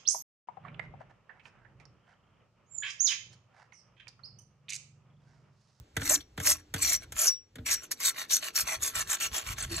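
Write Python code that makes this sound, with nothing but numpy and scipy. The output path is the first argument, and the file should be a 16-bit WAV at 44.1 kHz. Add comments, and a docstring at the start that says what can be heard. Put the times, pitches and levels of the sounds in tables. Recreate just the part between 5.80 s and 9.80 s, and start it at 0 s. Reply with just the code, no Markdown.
"""Outdoors, close to a plastic pipe held on the ground, a bow saw starts a cut. Five times the blade
is set down with a knock and pushed across; once it slips off and rings in its free modes. Then it
runs back and forth in the groove in quick, steady strokes. Each tooth tears off a chip, and this
train of impulses drives the resonances of pipe and blade; a tooth that catches makes the blade
squeak. Wind and handling rumble faintly. Two microphone ports pick up the sound."""
import sys
import numpy as np
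from scipy import signal
from scipy.fft import rfft, irfft
from scipy.io import wavfile
from scipy.ndimage import uniform_filter1d

SR = 44100
rng = np.random.default_rng(int(sys.argv[2]) if len(sys.argv) > 2 else 0)


def dump_mix(stems):
    """Bounce the given channels to the path in sys.argv[1] as a 16-bit WAV at rate SR."""
    frames = np.atleast_2d(stems).T  # one column per channel
    limited = np.clip(frames, -1, 1)  # hard clip at full scale
    pcm = np.round(limited * 32767).astype(np.int16)
    wavfile.write(sys.argv[1], SR, pcm)


N = 176400


def amp(db):
    """Amplitude ratio of a level in decibels."""
    return 10 ** (np.asarray(db) / 20)


def unit_rms(x):
    """Normalisation to unit mean power."""
    return x / np.sqrt(np.mean(x ** 2) + 1e-20)


def curve_at(points, hz):
    """Interpolation on a logarithmic frequency axis."""
    point_hz, value = np.transpose(points)
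    return np.interp(np.log(hz + 1), np.log(point_hz + 1), value)


def add(mix, start_s, sound):
    """Superposition of a sound on the mix, from a given time."""
    part = mix[..., max(round(start_s * SR), 0):][..., :sound.shape[-1]]
    part += sound[..., :part.shape[-1]]


def wander(size, cutoff_hz):
    """Random fluctuation: low-pass noise of rms 1."""
    hz = np.fft.rfftfreq(size, 1 / SR)
    spectrum = rfft(rng.standard_normal(size)) / np.sqrt(1 + (hz / cutoff_hz) ** 4)
    return unit_rms(irfft(spectrum, size))


def colour(x, spectrum, size=2048):
    """Minimum-phase filtering that conserves the power of white noise."""
    log_gain = np.log(amp(curve_at(spectrum, abs(np.fft.fftfreq(size, 1 / SR)))))
    taps = np.fft.ifft(np.exp(np.conj(signal.hilbert(log_gain)))).real
    return signal.oaconvolve(x, taps[None] / np.linalg.norm(taps), axes=1)[:, :x.shape[1]]


def damped_modes(modes, t):
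    """Free vibration: a sum of decaying sines, in two versions of unrelated phase."""
    return sum(amp(db - 60 * t / t60_s) * np.sin(2 * np.pi * (hz * t + rng.random((2, 1))))
               for hz, db, t60_s in modes)


def crack(db, rise_s, t60_s):
    """Impact transient: white noise with a linear rise and an exponential decay."""
    t = np.arange(0, .1, 1 / SR)
    return amp(db - 60 * t / t60_s) * np.minimum(t / rise_s, 1) * rng.standard_normal((2, len(t)))


# Envelopes of the rumble and of the open air: time_s, relative_level_db
RUMBLE_ENVELOPE = [(0, -38.5), (0.069, -68), (.2, -46), (.33, -47), (.5, -60.5), (.68, -44), (.85, -59.5),
                   (1.04, -43.5), (1.2, -50.5), (1.29, -51), (1.36, -43), (1.42, -66), (1.7, -69),
                   (1.8, -44.5), (1.95, -56), (2.15, -77), (2.77, -73.5), (2.84, -43.5), (2.9, -65),
                   (2.99, -46), (3.08, -62), (3.189, -44.5), (3.35, -62), (3.46, -61), (3.52, -37.5),
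                   (3.6, -64), (3.7, -35.5), (3.77, -47.5), (3.85, -38), (4, -39.5)]
AIR_ENVELOPE = [(0, -66), (0.498, -67.5), (1.3, -63), (1.55, -75.5), (1.73, -71.5), (2.05, -62), (4, -61)]
# Their spectra: frequency_hz, relative_density_db
RUMBLE_SPECTRUM = [(20, -23.5), (42, -2), (75, 0), (115, -5), (170, -14.5), (300, -25), (800, -49.5)]
AIR_SPECTRUM = [(30, -9.5), (130, -3.5), (320, -2.5), (700, -10.5), (1500, -16.5), (3500, -17.5),
                (7000, -22.5), (15000, -48.5)]

def wind_and_handling():
    """Ambient noise: gusts and handling give low pressure fluctuations over quiet open air."""
    t = np.arange(N) / SR
    rumble_db = np.interp(t, *np.transpose(RUMBLE_ENVELOPE)) - 4.5
    air_db = np.interp(t, *np.transpose(AIR_ENVELOPE))
    rumble = colour(rng.standard_normal((2, N)), RUMBLE_SPECTRUM, size=8192)
    air = colour(rng.standard_normal((2, N)), AIR_SPECTRUM)
    return amp(rumble_db) * rumble + amp(air_db) * air


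# Modes of the free blade: pitch_hz, relative_level_db, t60_s
BLADE_MODES = [(5685, 7, 0.21), (6750, -19.5, .073), (7450, -22.5, .065)]
# The blade is let go: start_s, gain_db
RELEASES = [(0.355, -46.5), (0.738, -50), (1.477, -22.5), (1.94, -35.5)]

def free_blade():
    """Free vibration: the released blade rings in its modes; slipping off, it gives a falling zing."""
    out, t = np.zeros((2, N)), np.arange(0, .4, 1 / SR)
    attack = np.minimum(t / .0025, 1)
    for start_s, db in RELEASES:
        add(out[0], start_s, amp(db) * attack * damped_modes(BLADE_MODES, t)[0])
    slip_s, zing_hz, first_octave_s, t60_s = 1.505, 5100, .125, .22
    cycles = np.cumsum(zing_hz / (1 + t / first_octave_s)) / SR
    zing = amp(-47 - 60 * t / t60_s) * np.sin(2 * np.pi * cycles)
    for version in out:
        add(version, slip_s, zing * wander(len(t), cutoff_hz=300))
    return out


# The pipe wall shudders under the blade: start_s, length_s, level_db, pitch_hz
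SHUDDERS = [(0.189, 0.25, -47, 288.5), (.3, .028, -28.5, 629), (0.651, 0.072, -40.5, 629),
            (1.411, 0.06, -45, 660), (1.766, 0.09, -50, 249), (3.893, 0.069, -40.5, 343)]

def wall_shudders():
    """Random excitation of a resonance: the pipe wall answers with a short, rough swell."""
    out = np.zeros((2, N))
    for start_s, length_s, db, hz in SHUDDERS:
        t = np.arange(0, length_s, 1 / SR)
        resonance = signal.iirpeak(hz, Q=16, fs=SR)
        groan = signal.lfilter(*resonance, rng.standard_normal((2, SR)))[:, -len(t):]
        swell = amp(db) * np.sin(np.pi * t / length_s)
        add(out, start_s, swell * np.array([unit_rms(version) for version in groan]))
    return out


# A chip breaks off: start_s, level_db
SNAPS = [(0.276, -38), (.297, -27.5), (0.303, -30), (.652, -32), (.667, -25), (0.672, -26.5), (1.365, -36),
         (2.777, -28), (2.794, -32.5), (3.408, -31), (3.433, -42), (3.665, -35)]
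# Spectrum of the break: frequency_hz, relative_density_db
SNAP_SPECTRUM = [(200, -31.5), (900, -7.5), (1500, -0.5), (2300, 0), (3300, -4.5), (5000, -15.5),
                 (9000, -27)]

def chip_snaps():
    """Fracture: a chip of plastic snapping off under a tooth radiates a broadband click."""
    out = np.zeros((2, N))
    for start_s, db in SNAPS:
        add(out, start_s, crack(db, rise_s=.00054, t60_s=.036))
    return colour(out, SNAP_SPECTRUM)


# Air column of the pipe: pitch_hz, relative_level_db, t60_s
AIR_COLUMN_MODES = [(105, -10, .2), (274, -8.5, 0.43), (300.5, -13.5, 1), (451.2, -5, 0.24),
                    (618, -5.5, .12)]
# Spectra of the plastic's clack and the steel's tick and hiss: frequency_hz, relative_density_db
CLACK_SPECTRUM = [(150, -12.5), (450, -3), (850, -2.5), (1100, -8), (1450, 4), (2050, 2), (2700, -8),
                  (3400, 0), (4600, -11), (8000, -29.5)]
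STEEL_SPECTRUM = [(3000, -38), (5100, -8), (5700, -2), (6300, 1), (7400, -2.5), (9000, -3), (11300, -5.5),
                  (13200, -8), (14600, -21), (15700, -19)]
# The blade lands or bounces, with relative levels: start_s, thump_db, clack_db, tick_db
KNOCKS = [(.166, -29.5, -31, -32), (.196, -42, -46, -54.5), (0.208, -56.5, -51, -45),
          (0.215, -36.5, -36.5, -44), (.576, -32.5, -38, -44), (.599, -34.5, -38, -39.5),
          (.939, -31, -33, -29.5), (.96, -42.5, -40.5, -41.5), (1.321, -67.5, -45, -38),
          (1.755, -45, -48.5, -50.5), (1.783, -38.5, -51.5, -69.5)]

def knocks():
    """Impact excitation: steel ticks, plastic clacks, the wall thumps and the air column rings."""
    low, clacks, ticks = np.zeros((3, 2, N))
    t = np.arange(0, .5, 1 / SR)
    # Bending waves are dispersive: low frequencies arrive last, so the thump falls in pitch.
    first_hz, last_hz, glide_s, delay_s, t60_s = 501, 84.5, .0046, .00426, .08
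    cycles = np.cumsum(last_hz + (first_hz - last_hz) * np.exp(-t / glide_s)) / SR
    thump = np.sin(2 * np.pi * cycles) * np.minimum(t / .013, 1) * amp(-60 * t / t60_s)
    for start_s, thump_db, clack_db, tick_db in KNOCKS:
        hollow_ring = amp(thump_db - 7.5) * damped_modes(AIR_COLUMN_MODES, t)
        add(low, start_s + delay_s, amp(thump_db + 9) * thump + hollow_ring)
        add(clacks, start_s, crack(clack_db + 6, rise_s=.0025, t60_s=.062))
        add(ticks, start_s, crack(tick_db + 4, rise_s=.0013, t60_s=.041))
    return low + colour(clacks, CLACK_SPECTRUM) + colour(ticks, STEEL_SPECTRUM)


# A tooth catches: start_s, length_s, level_db, pitch_hz
CATCHES = [(.294, 0.008, -18, 7720), (0.332, 0.019, -23, 7000), (0.345, 0.015, -25, 6010),
           (0.353, 0.012, -30.5, 4050), (0.67, 0.017, -23, 5867), (0.712, 0.03, -28, 6300),
           (1.016, 0.023, -24, 7670), (1.094, 0.019, -29, 7250), (1.158, 0.0097, -28, 7000),
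           (1.391, 0.0124, -24.5, 7340), (1.463, 0.037, -23.5, 5860), (2.249, 0.013, -28.5, 4470),
           (2.256, 0.0114, -27, 6500), (2.496, 0.013, -38, 4100), (2.531, 0.021, -22.5, 6370),
           (2.755, 0.011, -26.5, 6100), (2.783, 0.0077, -41, 6750), (3.028, 0.012, -26, 6670),
           (3.152, .0099, -30, 7570), (3.203, 0.017, -29.5, 7010), (3.31, 0.015, -26, 7300),
           (3.579, 0.012, -30, 7400), (3.822, 0.011, -31.5, 8100), (3.961, 0.012, -31, 7400)]

def squeaks(waver_hz=530):
    """Friction-induced vibration: where a tooth catches, the blade gives a brief wavering tone."""
    out = np.zeros((2, N))
    for start_s, length_s, db, hz in CATCHES:
        t = np.arange(0, length_s, 1 / SR)
        drift = np.array([wander(16384, waver_hz)[:len(t)] for _ in range(2)])
        cycles = np.cumsum(hz + waver_hz * drift, axis=1) / SR + rng.random((2, 1))
        swell = amp(db) * np.sqrt(2) * np.sin(np.pi * t / length_s)
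        add(out, start_s, swell * np.sin(2 * np.pi * cycles))
    return out


def tooth_pulses(speed, full_speed_hz=620, jitter=.35, spread_db=3.5, decay_s=.0007):
    """Impulse train: teeth tear off chips unevenly, at a rate proportional to the blade's speed."""
    rate_hz = full_speed_hz * speed * np.exp(jitter * wander(len(speed), full_speed_hz))
    teeth_passed = np.floor(np.cumsum(rate_hz) / SR)
    strength = amp(spread_db * np.clip(rng.standard_normal(len(speed)), -2, 2))
    hits = (np.diff(teeth_passed, prepend=0) > 0) * strength
    return unit_rms(signal.lfilter([1], [1, -np.exp(-1 / (SR * decay_s))], hits))


def friction_noise(travel, spacing_hz=180, glide_hz=260, chatter_hz=350, chatter_s=.024):
    """Time-varying filtering: resonances glide as the blade travels; patches flare as it chatters."""
    frames = dict(fs=SR, nperseg=512, noverlap=384)
    hz, t, spectra = signal.stft(rng.standard_normal((2, len(travel))), **frames)
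    peaks_hz = np.arange(0, SR, spacing_hz)
    peaks_db = 7 * np.clip(rng.standard_normal(len(peaks_hz)), -2, 1.5)
    shift_hz = glide_hz * np.interp(t * SR, np.arange(len(travel)), travel)
    gliding_db = np.interp(hz[:, None] + shift_hz, peaks_hz, peaks_db)
    patches = uniform_filter1d(rng.standard_normal(spectra.shape), round(chatter_hz / hz[1]), axis=0)
    patches = unit_rms(uniform_filter1d(patches, round(chatter_s / t[1]), axis=1))
    chatter_db = 4 * np.clip(patches, -2, 2)
    gain = unit_rms(amp(gliding_db + chatter_db))
    return signal.istft(spectra * gain, **frames)[1][:, :len(travel)]


# Resonances of pipe and blade: centre_hz, bandwidth_hz, gain_db
BODY_RESONANCES = [(286, 4.8, 4), (335, 37, 4), (447, 6.2, 11.5), (637, 45, 7), (1100, 47, 9.5),
                   (1342, 24, 8.5), (4367, 120, 6), (5766, 14, 10), (5890, 30, 7.5), (6230, 25, 7.5),
                   (7060, 28, 4), (7155, 50, -1), (7660, 20, 3.5), (8100, 48, 7.5)]

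def body_resonance(x):
    """Forced vibration: the teeth keep the fixed resonances of pipe and blade ringing."""
    return x + sum((amp(db) - 1) * signal.lfilter(*signal.iirpeak(hz, hz / width_hz, SR), x)
                   for hz, width_hz, db in BODY_RESONANCES)


# Spectrum of the pipe's rasp: frequency_hz, relative_density_db
RASP_SPECTRUM = [(60, -28), (200, -26), (370, -12), (520, -13), (650, -5), (900, -7.5), (1150, -1),
                 (1600, 2), (2300, 2.5), (3100, -1), (4700, -7), (8000, -32)]
# How strongly each voice follows the blade's speed: rasp_factor, bite_factor, hiss_factor
SPEED_SENSITIVITY = (0.59, 0.83, 1.0)
# Steady rubbing relative to the tooth pulses: rasp_ratio, bite_ratio, hiss_ratio
RUBBING = (.75, 1.2, 1.6)
# Saw strokes, with relative levels:
# full_speed_at_s, hold_s, rise_s, fall_s, rasp_db, bite_db, hiss_db, bite_pitch_hz
STROKES = [(0.256, 0.049, .056, .012, -38.5, -42.5, -31.5, 4090),
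           (.295, 0.053, 0.0059, 0.034, -36, -50, -23.5, 3500),
           (0.408, .004, .013, .027, -60, -48, -51.5, 3800),
           (0.665, .055, .048, .038, -36.5, -39, -21, 3780),
           (0.794, 0.011, 0.024, 0.029, -59.5, -82, -60.5, 3460),
           (0.985, 0.0046, .028, .047, -44.5, -47, -39.5, 4200),
           (1.024, .128, .022, 0.025, -38, -38, -25.5, 4020),
           (1.222, 0.014, 0.029, .025, -51, -62, -51, 3516),
           (1.392, .086, 0.038, 0.039, -36.5, -45.5, -24, 2760),
           (1.864, .039, .009, .073, -38.5, -37, -30, 2500),
           (1.914, 0.027, 0.025, 0.031, -41.5, -32.5, -24.5, 4360),
           (2.039, 0.0074, 0.049, 0.026, -50, -58, -44, 2770),
           (2.115, 0.0063, 0.0053, 0.02, -41.5, -35, -26, 4150),
           (2.203, .03, 0.0093, .015, -43, -42, -36.5, 4490),
           (2.25, 0.046, 0.044, .02, -38.5, -32, -23.5, 4200),
           (2.386, 0.038, 0.047, 0.035, -39.5, -45, -37.5, 4130),
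           (2.508, 0.06045, 0.015, 0.029, -40.5, -34, -25, 4300),
           (2.627, .058, 0.023, .027, -38.5, -46.5, -37, 4170),
           (2.758, .057, .015, .026, -35.5, -39.5, -24.5, 4420),
           (2.875, 0.075, .027, 0.028, -35, -52, -35, 2280),
           (3.027, .055, .022, 0.042, -39.5, -42.5, -27.5, 3990),
           (3.158, 0.061, .027, 0.027, -36.5, -42.5, -32, 3780),
           (3.302, .05, .033, 0.02165, -37, -41, -29, 2620),
           (3.412, 0.054, 0.028, .023, -37, -35.5, -31.5, 2790),
           (3.544, 0.037, 0.032, 0.061, -34.5, -51, -31.5, 4330),
           (3.673, 0.059, 0.038, 0.019, -40, -50, -37.5, 2530),
           (3.784, 0.059, 0.02, 0.031, -38.5, -50, -37, 3960),
           (3.92, .089, .04, 0.039, -41.5, -42.5, -38.5, 4200)]

def sawing():
    """Amplitude modulation: tooth pulses drive the wall's rasp, the chip's bite and the steel's hiss."""
    voices = np.zeros((3, 2, N))
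    for full_speed_at_s, hold_s, rise_s, fall_s, *levels_db, bite_hz in STROKES:
        t = np.arange(-2 * rise_s, hold_s + 2.5 * fall_s, 1 / SR)
        drive_db = -20 * (np.maximum(-t, 0) / rise_s + np.maximum(t - hold_s, 0) / fall_s)
        speed = amp(drive_db / 2)
        pulses = tooth_pulses(speed)
        travel = np.cumsum(speed) / speed.sum() - .5
        rasp, bite, hiss = (friction_noise(travel) for _ in voices)
        chip_resonance = signal.iirpeak(bite_hz, Q=2.5, fs=SR)
        bite = unit_rms(signal.lfilter(*chip_resonance, signal.lfilter(*chip_resonance, bite)))
        for i, noise in enumerate((rasp, bite, hiss)):
            pressure_db = 1.5 * wander(len(t), cutoff_hz=70)  # uneven pressure on the blade
            grip = (RUBBING[i] + pulses) * amp(pressure_db)
            grip /= np.sqrt(np.average(grip ** 2, weights=speed ** 2))
            envelope = amp(levels_db[i] + SPEED_SENSITIVITY[i] * drive_db)
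            add(voices[i], full_speed_at_s + t[0], noise * grip * envelope)
    rasp, bite, hiss = voices
    return body_resonance(amp(-1) * colour(rasp, RASP_SPECTRUM) + amp(-1.5) * bite
                          + amp(-2.5) * colour(hiss, STEEL_SPECTRUM))


# Likeness of the two microphone ports: frequency_hz, unclipped_coherence
PORT_COHERENCE = [(200, 1), (550, 2.54), (1000, -0.44), (1600, 1.08), (2600, 0.2), (3300, 0), (4500, 0.78),
                  (5600, 0.63), (6900, 1.34), (8300, 2.7), (15000, 4.13)]
# Their phase difference above the bass: frequency_hz, left_lead_rad
PORT_PHASE = [(300, -.5), (450, -1.2), (650, -1.74), (850, -1.36), (1400, .5), (2200, 0), (3000, -2),
              (3900, .93), (5000, -3), (6400, -.5), (7500, 0), (9500, 3), (10200, 3.5), (11900, 6.28),
              (13200, 8), (14200, 8.5)]
# Their level difference above the bass: frequency_hz, left_minus_right_db
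PORT_BALANCE = [(500, 0.5), (1100, -2.5), (1400, 0.5), (2500, -3), (3200, 1), (3550, 2.5), (4050, 4.5),
                (4650, -3.5), (5700, 4), (6500, 0)]

def microphone_ports(versions, scatter=.05):
    """Partial coherence: two independent versions of a sound combine into left and right."""
    hz = np.fft.rfftfreq(N, 1 / SR)
    first, second = rfft(versions)
    above_bass = np.clip(hz / 280 - 1, 0, 1)
    coherence = np.clip(curve_at(PORT_COHERENCE, hz), 0, 1 - above_bass * scatter)
    balance = amp(above_bass * curve_at(PORT_BALANCE, hz))
    shared = first * np.sqrt((1 + coherence) / 2)
    apart = second * np.sqrt((1 - coherence) / 2)
    left = (shared + apart) * balance
    right = (shared - apart) * np.exp(-1j * above_bass * curve_at(PORT_PHASE, hz))
    return irfft(np.array([left, right]) * np.sqrt(2 / (1 + balance ** 2)), N)


def scene():
    """Superposition: all sources add at the microphone."""
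    saw_and_pipe = sawing() + squeaks() + knocks() + chip_snaps() + wall_shudders() + free_blade()
    return microphone_ports(saw_and_pipe + wind_and_handling())


def record(dry):
    """Band limiting: a linear-phase low-pass filter removes the highest treble."""
    cutoff_hz = 15800
    taps = signal.firwin(511, cutoff_hz, window=("kaiser", 9), fs=SR)
    return signal.oaconvolve(dry, taps[None], "same")


dry = scene()
out = record(dry)
dump_mix(out)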